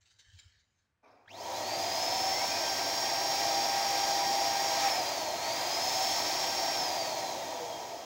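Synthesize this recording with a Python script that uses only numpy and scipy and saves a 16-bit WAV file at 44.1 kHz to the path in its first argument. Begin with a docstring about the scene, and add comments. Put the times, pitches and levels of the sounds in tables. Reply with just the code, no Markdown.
"""Electric pump filling a foil balloon

In a carpeted room, a few metres from a handheld camera, foil rustles and the nozzle switch is nudged.
The blower runs up, coasts, is pressed again and runs down. Its rotor hums, its blades whine, and air
roars through the plastic casing, hisses out of the nozzle and squeals once in the balloon's neck."""
import sys
import numpy as np
from scipy import signal
from scipy.fft import rfft, irfft, next_fast_len
from scipy.io import wavfile
from scipy.ndimage import uniform_filter1d, map_coordinates

SR = 44100
rng = np.random.default_rng(int(sys.argv[2]) if len(sys.argv) > 2 else 0)


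def unload_wav(signal):
    """Save mono or channel-first audio to the path in sys.argv[1] as 16-bit WAV at rate SR, clipped to [-1, 1]."""
    wavfile.write(
        sys.argv[1],
        SR,
        np.round(np.clip(np.atleast_2d(signal).T, -1, 1) * 32767).astype(np.int16),
    )


N = 354986

BLADES, COMMUTATOR_BARS, TOP_SPEED_HZ = 14, 24, 397.9
# what drives and brakes the rotor, in turns per second per second
STALL_PULL, AIR_DRAG, FRICTION, BACK_PRESSURE = 2365, 259.4, 14.4, 4.5
PULL_KNEE = .4274  # share of top speed around which the pull fades
UNFOLD_START_S, UNFOLD_END_S = 2.9, 5.2  # the unfolding balloon gives no back pressure

# room tone: freq_hz, gain_db
ROOM_TONE_EQ = [(25, -18), (50, -6), (88, 2), (150, -8), (300, -15.5), (900, -18), (1700, -16), (4000, -29),
                (8000, -34), (15000, -48)]
# reverb time of the room: freq_hz, t60_s
ROOM_DECAY = [(200, 0.62), (2000, 0.58), (12000, 0.17)]
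# hands smooth out the foil: centre_s, level_db, half_width_s
FOIL_STROKES = [(0.083, -74, 0.054), (0.38, -65.5, 0.19), (0.78, -86, 0.11)]
# the foil crinkles: start_s, level_db, decay_s
FOIL_CRINKLES = [(0.008, -68, 0.028), (0.051, -65, 0.027), (0.1, -68, 0.03), (0.186, -58, 0.028),
                 (0.385, -55, 0.013), (0.588, -73, 0.027), (0.783, -90, 0.059), (4.795, -37, 0.03),
                 (4.863, -53, 0.05)]
# colour of handled foil: freq_hz, gain_db
RUSTLE_EQ = [(180, -34), (300, -20), (700, -21), (1100, -17), (1750, -2.5), (2500, -7), (3100, -4),
             (4500, -2.5), (5600, -4), (7200, -2.5), (9500, -26), (13500, -34), (15500, -22)]
# resonances of the foil sheet: freq_hz, width_hz, boost_db
FOIL_MODES = [(900, 81, 9), (1390, 120, 2), (1680, 190, 6), (2250, 100, 6), (2620, 250, 1.5),
              (3100, 200, 6), (3820, 200, 7), (4500, 220, 3), (5400, 250, 3), (5570, 300, -3),
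              (6200, 400, 4)]
# fingers bump the camera: centre_s, level_db, half_width_s
FINGER_BUMPS = [(0.02, -72, 0.02), (0.16, -74, 0.03), (0.287, -67, 0.022), (0.352, -61, 0.03),
                (0.464, -64, 0.018), (0.583, -71, 0.03)]
# their low thud: freq_hz, gain_db
BUMP_EQ = [(20, -26), (45, -5), (80, 4), (110, -7), (180, -21), (400, -45), (1500, -54)]
# the switch is held down: start_s, end_s, contact (0-1)
PRESSES = [(1.0265, 1.101, .34), (1.2555, 1.2635, .85), (1.2725, 4.865, 1), (5.369, 6.752, 1)]
# the first puff of air: freq_hz, gain_db
PUFF_EQ = [(100, -29), (250, -2), (450, 1), (750, 5.5), (1300, -2), (1850, -11), (2300, -24), (2650, -15),
           (3000, -40), (6000, -36), (15000, -48)]
# colour of rattling foil: freq_hz, gain_db
RATTLE_EQ = [(900, -28), (1700, -4), (2350, 13), (3000, -19), (3700, 1), (4200, -6), (4750, -1), (5400, 3),
             (6200, -10), (6900, -26), (15000, -24)]
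# casing and room peaks and dips that the hum glides through: freq_hz, width_hz, boost_db
HUM_RESONANCES = [(100, 150, -19), (417, 62, -6), (502, 22, 10.5), (575, 30, -4), (677.5, 60, 11.5),
                  (743, 14, 7.5), (764, 13, 12), (755, 13, 1.5), (796, 8.4, 12.5)]
# the same for the whine: freq_hz, width_hz, boost_db
WHINE_RESONANCES = [(2950, 220, -6), (3230, 120, 10), (3630, 200, -6), (3970, 150, 3), (4150, 220, -3),
                    (4720, 300, 6), (4970, 98, -12), (5220, 150, 4), (5397, 120, 4.5), (5485, 54, -3),
                    (5520, 54, 1.5)]
# body of the air in the casing: freq_hz, gain_db
ROAR_EQ = [(25, -40), (40, -44), (70, -17), (120, -12), (190, -15.5), (310, -7), (400, -9.5), (460, -8.5),
           (560, -2), (700, 3), (930, -1.5), (1030, -10.5), (1450, -21), (3200, -27.5), (7000, -35),
           (12000, -54)]
# midrange rush of the nozzle: freq_hz, gain_db
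RUSH_EQ = [(300, -40), (900, 2), (1150, -1), (1450, -3.5), (1700, -1.5), (2350, 2.5), (2900, -5),
           (3500, -10), (5000, -12.5), (9000, -22)]
# bright hiss on top: freq_hz, gain_db
HISS_EQ = [(1500, -20.5), (3000, -7), (3500, 2), (4300, 1), (5200, 6), (5900, 3), (6600, 0), (7400, -2.5),
           (8200, -11), (10500, -15), (13900, -20), (14700, -2.5), (15100, -12), (15700, -2.5)]
# resonances of the casing and its ducts: freq_hz, width_hz, boost_db
CASING_MODES = [(328.4, 9.9, 6.5), (374.2, 14, 7), (463, 23, -5.5), (505.5, 7.8, 7.5), (535, 15, -5),
                (651, 16, 5), (686.2, 21, 8.5), (710, 31, -5.5), (770, 8.5, 7), (790, 29, 2),
                (898, 15.4, 8), (934, 14, 10.5), (974, 16, 14.5), (954, 110, -4), (1117, 15, 5),
                (1286, 15, 7.5), (1443, 80, -2.5), (1594, 15, 7.5), (1870, 31, 7), (1915, 20, 5.5),
                (3207, 120, 7), (4190, 82, 7), (4920, 99, 1.5), (6516, 300, 6.5), (9100, 130, 5.5),
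                (12300, 560, 4.5)]
# the rush and hiss briefly swell or dip: centre_s, half_width_s, rush_boost_db, hiss_boost_db
AIR_SWELLS = [(1.685, 0.13, 0.5, -1.5), (4.0, 0.7, 1.4, 0.8), (4.865, 0.2, 3.8, 1.0), (5.5, 0.25, 2.3, 1.0),
              (6.035, 0.3, 1.1, 2.5)]
# resonances of the impeller chamber: freq_hz, width_hz, boost_db
CHAMBER_MODES = [(4840, 270, 18), (5350, 120, 5), (5170, 130, 11.5)]
# the neck's rising squeal: time_s, pitch_hz, level_db
SQUEAL_PATH = [(2.28, 1980, -68), (2.32, 2014, -52), (2.38, 2080, -38), (2.42, 2196, -43),
               (2.46, 2377, -48), (2.51, 2420, -42), (2.56, 2470, -46), (2.64, 2520, -60)]


def amp(db):
    """Decibels to gain."""
    return 10 ** (np.asarray(db) / 20)


def unit(x):
    """Scale to rms 1."""
    return x / np.sqrt(np.mean(x ** 2) + 1e-20)


def clock():
    """The time of each sample."""
    return np.arange(N) / SR


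def along(points, hz):
    """Read (freq_hz, value) points on a log axis."""
    freqs, values = np.transpose(points)
    return np.interp(np.log(hz + 1), np.log(freqs + 1), values)


def gate(start, end, fade_s=0.013):
    """Fade in at start, fade out at end."""
    return np.clip((clock() - start) / fade_s, 0, 1) * np.clip((end - clock()) / fade_s + 1, 0, 1)


def swell(centre_s, half_width_s):
    """A bell-shaped envelope of height 1."""
    return np.exp(-np.minimum(((clock() - centre_s) / half_width_s) ** 2, 50))


def burst(start, db, attack_s, fall_db_per_s):
    """An envelope that rises at start and dies away."""
    age = np.maximum(clock() - start, 0)
    return amp(db - fall_db_per_s * age) * (1 - np.exp(-age / attack_s))


def wobble(rate):
    """Smooth random modulation, rate knots a second."""
    knots = rng.standard_normal(int(N * rate / SR) + 4)
    places = np.arange(0, len(knots), 1 / 8)
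    return np.interp(clock() * rate, places, map_coordinates(knots, [places]))


def angle_of(hz):
    """Phase of something that turns at hz."""
    return 2 * np.pi * np.cumsum(hz) / SR


def filtered(x, response):
    """Equalise x with a gain curve over frequency."""
    size = next_fast_len(N + 8192)
    return irfft(rfft(x, size) * response(np.fft.rfftfreq(size, 1 / SR)), size)[:N]


def noise(eq):
    """Noise of rms 1, coloured by (freq_hz, gain_db) points."""
    return unit(filtered(rng.standard_normal(N), lambda hz: amp(along(eq, hz))))


def boost(modes, hz):
    """Gain of a set of resonances at hz."""
    return amp(sum(db / (1 + (2 * (hz - centre) / width) ** 2) for centre, width, db in modes))


def resonate(x, modes):
    """Colour x with resonances, at rms 1."""
    return unit(filtered(x, lambda hz: boost(modes, hz)))


def room(x, wet_db):
    """Blend in the short, dull tail of the carpeted room."""
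    hz, t, bins = signal.stft(rng.standard_normal(SR // 2), SR, nperseg=256)
    decay = amp(-60 * t / along(ROOM_DECAY, hz)[:, None])
    tail = signal.istft(bins * decay, SR, nperseg=256)[1]
    wet = signal.fftconvolve(x, tail / np.linalg.norm(tail))[:N]
    return (x + amp(wet_db) * wet) / np.hypot(1, amp(wet_db))


def flexing(x, depth_db):
    """A flexing sheet keeps changing colour: patches of random gain in time and frequency."""
    bins = signal.stft(x, nperseg=512)[2]
    patches = uniform_filter1d(rng.standard_normal(bins.shape), size=4, axis=0)
    patches = uniform_filter1d(patches, size=14, axis=1)
    return unit(signal.istft(bins * amp(depth_db * unit(patches)), nperseg=512)[1][:N])


def foil_rustle():
    """Handled foil gives a grainy rustle, in soft strokes and sharp crinkles."""
    strokes = sum(amp(db) * swell(s, width) for s, db, width in FOIL_STROKES)
    crinkles = sum(amp(db) * np.clip((clock() - s) / 0.0097, 0, 1) * swell(s, decay)
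                   for s, db, decay in FOIL_CRINKLES)
    grains = flexing(noise(RUSTLE_EQ), depth_db=4.5) * amp(1.7 * wobble(400))
    return (strokes + crinkles) * resonate(grains, FOIL_MODES)


def finger_bumps():
    """Fingers thud softly on the camera's body."""
    return sum(amp(db) * swell(s, width) for s, db, width in FINGER_BUMPS) * noise(BUMP_EQ)


def power():
    """How firmly the switch feeds the motor, 0-1."""
    return sum(contact * gate(on, off, fade_s=.005) for on, off, contact in PRESSES)


def shaft_speed():
    """Turns per second: the motor's pull fades as it speeds up; air drag and friction brake it."""
    step_s = .002
    times = np.arange(0, N / SR + step_s, step_s)
    loads = BACK_PRESSURE * ((times < UNFOLD_START_S) | (times > UNFOLD_END_S))
    speed, speeds = 0, []
    for powered, load in zip(np.interp(times, clock(), power()), loads):
        speeds.append(speed)
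        pace = speed / TOP_SPEED_HZ
        pull = AIR_DRAG + FRICTION + STALL_PULL * (1 - pace) / (1 + pace / PULL_KNEE)
        speed = max(0, speed + step_s * (powered * (pull - load) - AIR_DRAG * pace ** 2 - FRICTION))
    return np.interp(clock(), times, speeds)


def nudge(speed):
    """The switch closes for an instant: a puff of air, a rattle of foil and a short rough whine."""
    start, next_press = PRESSES[0][0], PRESSES[1][0]
    phase = angle_of(2 * COMMUTATOR_BARS * speed) + 0.75 * wobble(460)
    rough_tone = amp(3 * wobble(98)) * (np.sin(phase) + amp(-4) * np.sin(2 * phase))
    whine = burst(start, db=-71, attack_s=0.087, fall_db_per_s=61) * rough_tone
    foil = resonate(flexing(noise(RATTLE_EQ), depth_db=4) * amp(3 * wobble(200)), FOIL_MODES)
    rattle = burst(start, db=-59.5, attack_s=0.06, fall_db_per_s=100) * foil
    puff = burst(start, db=-58, attack_s=0.017, fall_db_per_s=50) * noise(PUFF_EQ)
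    return puff + rattle + whine * gate(start, next_press, fade_s=.003)


def rotor_hum(speed, turn, gliding):
    """The rotor hums at twice the shaft rate; the octave joins close to full speed."""
    pace = speed / TOP_SPEED_HZ
    ring_s = 0.033  # the resonances take time to fill and empty
    pole = np.exp(-1 / (ring_s * SR))
    gain = signal.lfilter([1 - pole], [1, -pole], pace ** 0.87 * boost(HUM_RESONANCES, 2 * speed))
    flutter_db = 1.1 * wobble(24) + gliding * (3.5 * wobble(22) - 1.5)
    hum = gain * amp(-48 + flutter_db) * np.sin(2 * turn + .95 * gliding * wobble(36))
    near_top = np.clip((pace - .955) / .025, 0, 1)
    return hum + amp(-54.5 + 2.5 * wobble(12)) * near_top * np.sin(4 * turn)


def blade_whine(speed, turn, gliding):
    """The passing blades sing a high tone that grows steeply with speed."""
    gain = (speed / TOP_SPEED_HZ) ** 4.2 * boost(WHINE_RESONANCES, BLADES * speed)
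    flutter_db = 1.1 * wobble(60) + gliding * (2.8 * wobble(35) - .3)
    return gain * amp(-41 + flutter_db) * np.sin(BLADES * turn + .1 * wobble(250))


def brush_buzz(pace, turn):
    """Brushes chatter on the commutator bars: a rough buzz while current flows."""
    current = 1 - 0.88 * pace  # greatest at standstill
    phase = COMMUTATOR_BARS * turn + 0.9 * wobble(700)
    buzz = np.sin(phase) + amp(-8) * np.sin(2 * phase)
    return amp(-31 + 4.4 * wobble(160)) * power() * current ** 3.1 * pace ** 1.7 * buzz


def mains_hum(pace):
    """The field coils hum, most during the run-up from rest."""
    surge = 1 + 3.8 * np.exp(-np.abs(clock() - PRESSES[1][0]) / 0.88)
    gain = amp(-69.5 + 1.5 * wobble(4)) * power() * pace * surge
    return gain * np.sin(angle_of(100 + .4 * wobble(6)))


def motor(speed):
    """The blower's tonal layers, their top end softened by the plastic shell."""
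    pace = speed / TOP_SPEED_HZ
    turn = angle_of(speed * (1 + 0.00049 * wobble(25)))
    # a gliding tone swells and breaks up as it crosses the room's standing waves
    glide_rate = uniform_filter1d(np.gradient(np.log(speed + 1)) * SR, size=4000)
    gliding = np.tanh(np.abs(glide_rate) / .3)
    tones = rotor_hum(speed, turn, gliding) + blade_whine(speed, turn, gliding)
    tones += brush_buzz(pace, turn) + mains_hum(pace)
    return filtered(np.sqrt(2) * tones, lambda hz: 1 / np.hypot(1, (hz / 6600) ** 10))


def flow_db(pace, ceiling_db, knee):
    """Flow noise power grows with the sixth power of speed, then levels off past the knee."""
    return ceiling_db - 10 * np.log10(1 + (knee / (pace + 1e-3)) ** 6)


def airflow(speed):
    """Turbulence roars in the casing and rushes and hisses out of the nozzle."""
    pace = speed / TOP_SPEED_HZ
    roar_db = flow_db(pace, ceiling_db=-36, knee=0.65)
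    rush_db = flow_db(pace, ceiling_db=-38.5, knee=0.95)
    hiss_db = flow_db(pace, ceiling_db=-33.5, knee=0.96)
    for s, width, rush_boost_db, hiss_boost_db in AIR_SWELLS:
        rush_db += rush_boost_db * swell(s, width)
        hiss_db += hiss_boost_db * swell(s, width)
    roar = amp(roar_db + 0.1 * wobble(12)) * resonate(noise(ROAR_EQ), CASING_MODES)
    rush = amp(rush_db + 0.51 * wobble(20)) * resonate(noise(RUSH_EQ), CASING_MODES)
    hiss = amp(hiss_db + 0.5 * wobble(22)) * resonate(noise(HISS_EQ), CASING_MODES)
    # one shell mode rings along with the roar
    shimmer = noise([(20, 8), (35, 1), (100, -13), (600, -63)])
    ring = amp(roar_db - 20) * shimmer * np.sin(angle_of(np.full(N, 3205)))
    return roar + rush + hiss + ring


def blade_wakes(speed):
    """Eddies behind the blades make a band of noise that rides just under the whine."""
    eddies = noise([(20, -9), (350, 23), (700, 8), (1500, -37)])
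    band = eddies * np.sin(angle_of(.9 * BLADES * speed))
    return amp(-43) * (speed / TOP_SPEED_HZ) ** 5 * resonate(band, CHAMBER_MODES)


def neck_squeal():
    """Air whistles through the foil neck in one short upward slide."""
    times, pitches, levels = np.transpose(SQUEAL_PATH)
    db = np.interp(clock(), times, levels) + 2 * wobble(60)
    hz = np.interp(clock(), times, pitches) * (1 + 0.0053 * wobble(150))
    return amp(db) * np.sin(angle_of(hz)) * gate(times[0], times[-1])


def scene():
    """Pump and balloon over a bed of room tone, alike in both channels."""
    speed = shaft_speed()
    details = room(foil_rustle() + finger_bumps() + nudge(speed) + neck_squeal(), wet_db=-10.5)
    blower = room(motor(speed), wet_db=-20) + airflow(speed) + blade_wakes(speed)
    mono = details + blower + amp(-81) * noise(ROOM_TONE_EQ)
    return np.array([mono, mono])


def record(dry):
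    """A steep low-pass at the camera's band limit."""
    top_hz = 15750
    return np.array([filtered(side, lambda hz: 1 / np.hypot(1, (hz / top_hz) ** 300)) for side in dry])


dry = scene()
out = record(dry)
unload_wav(out)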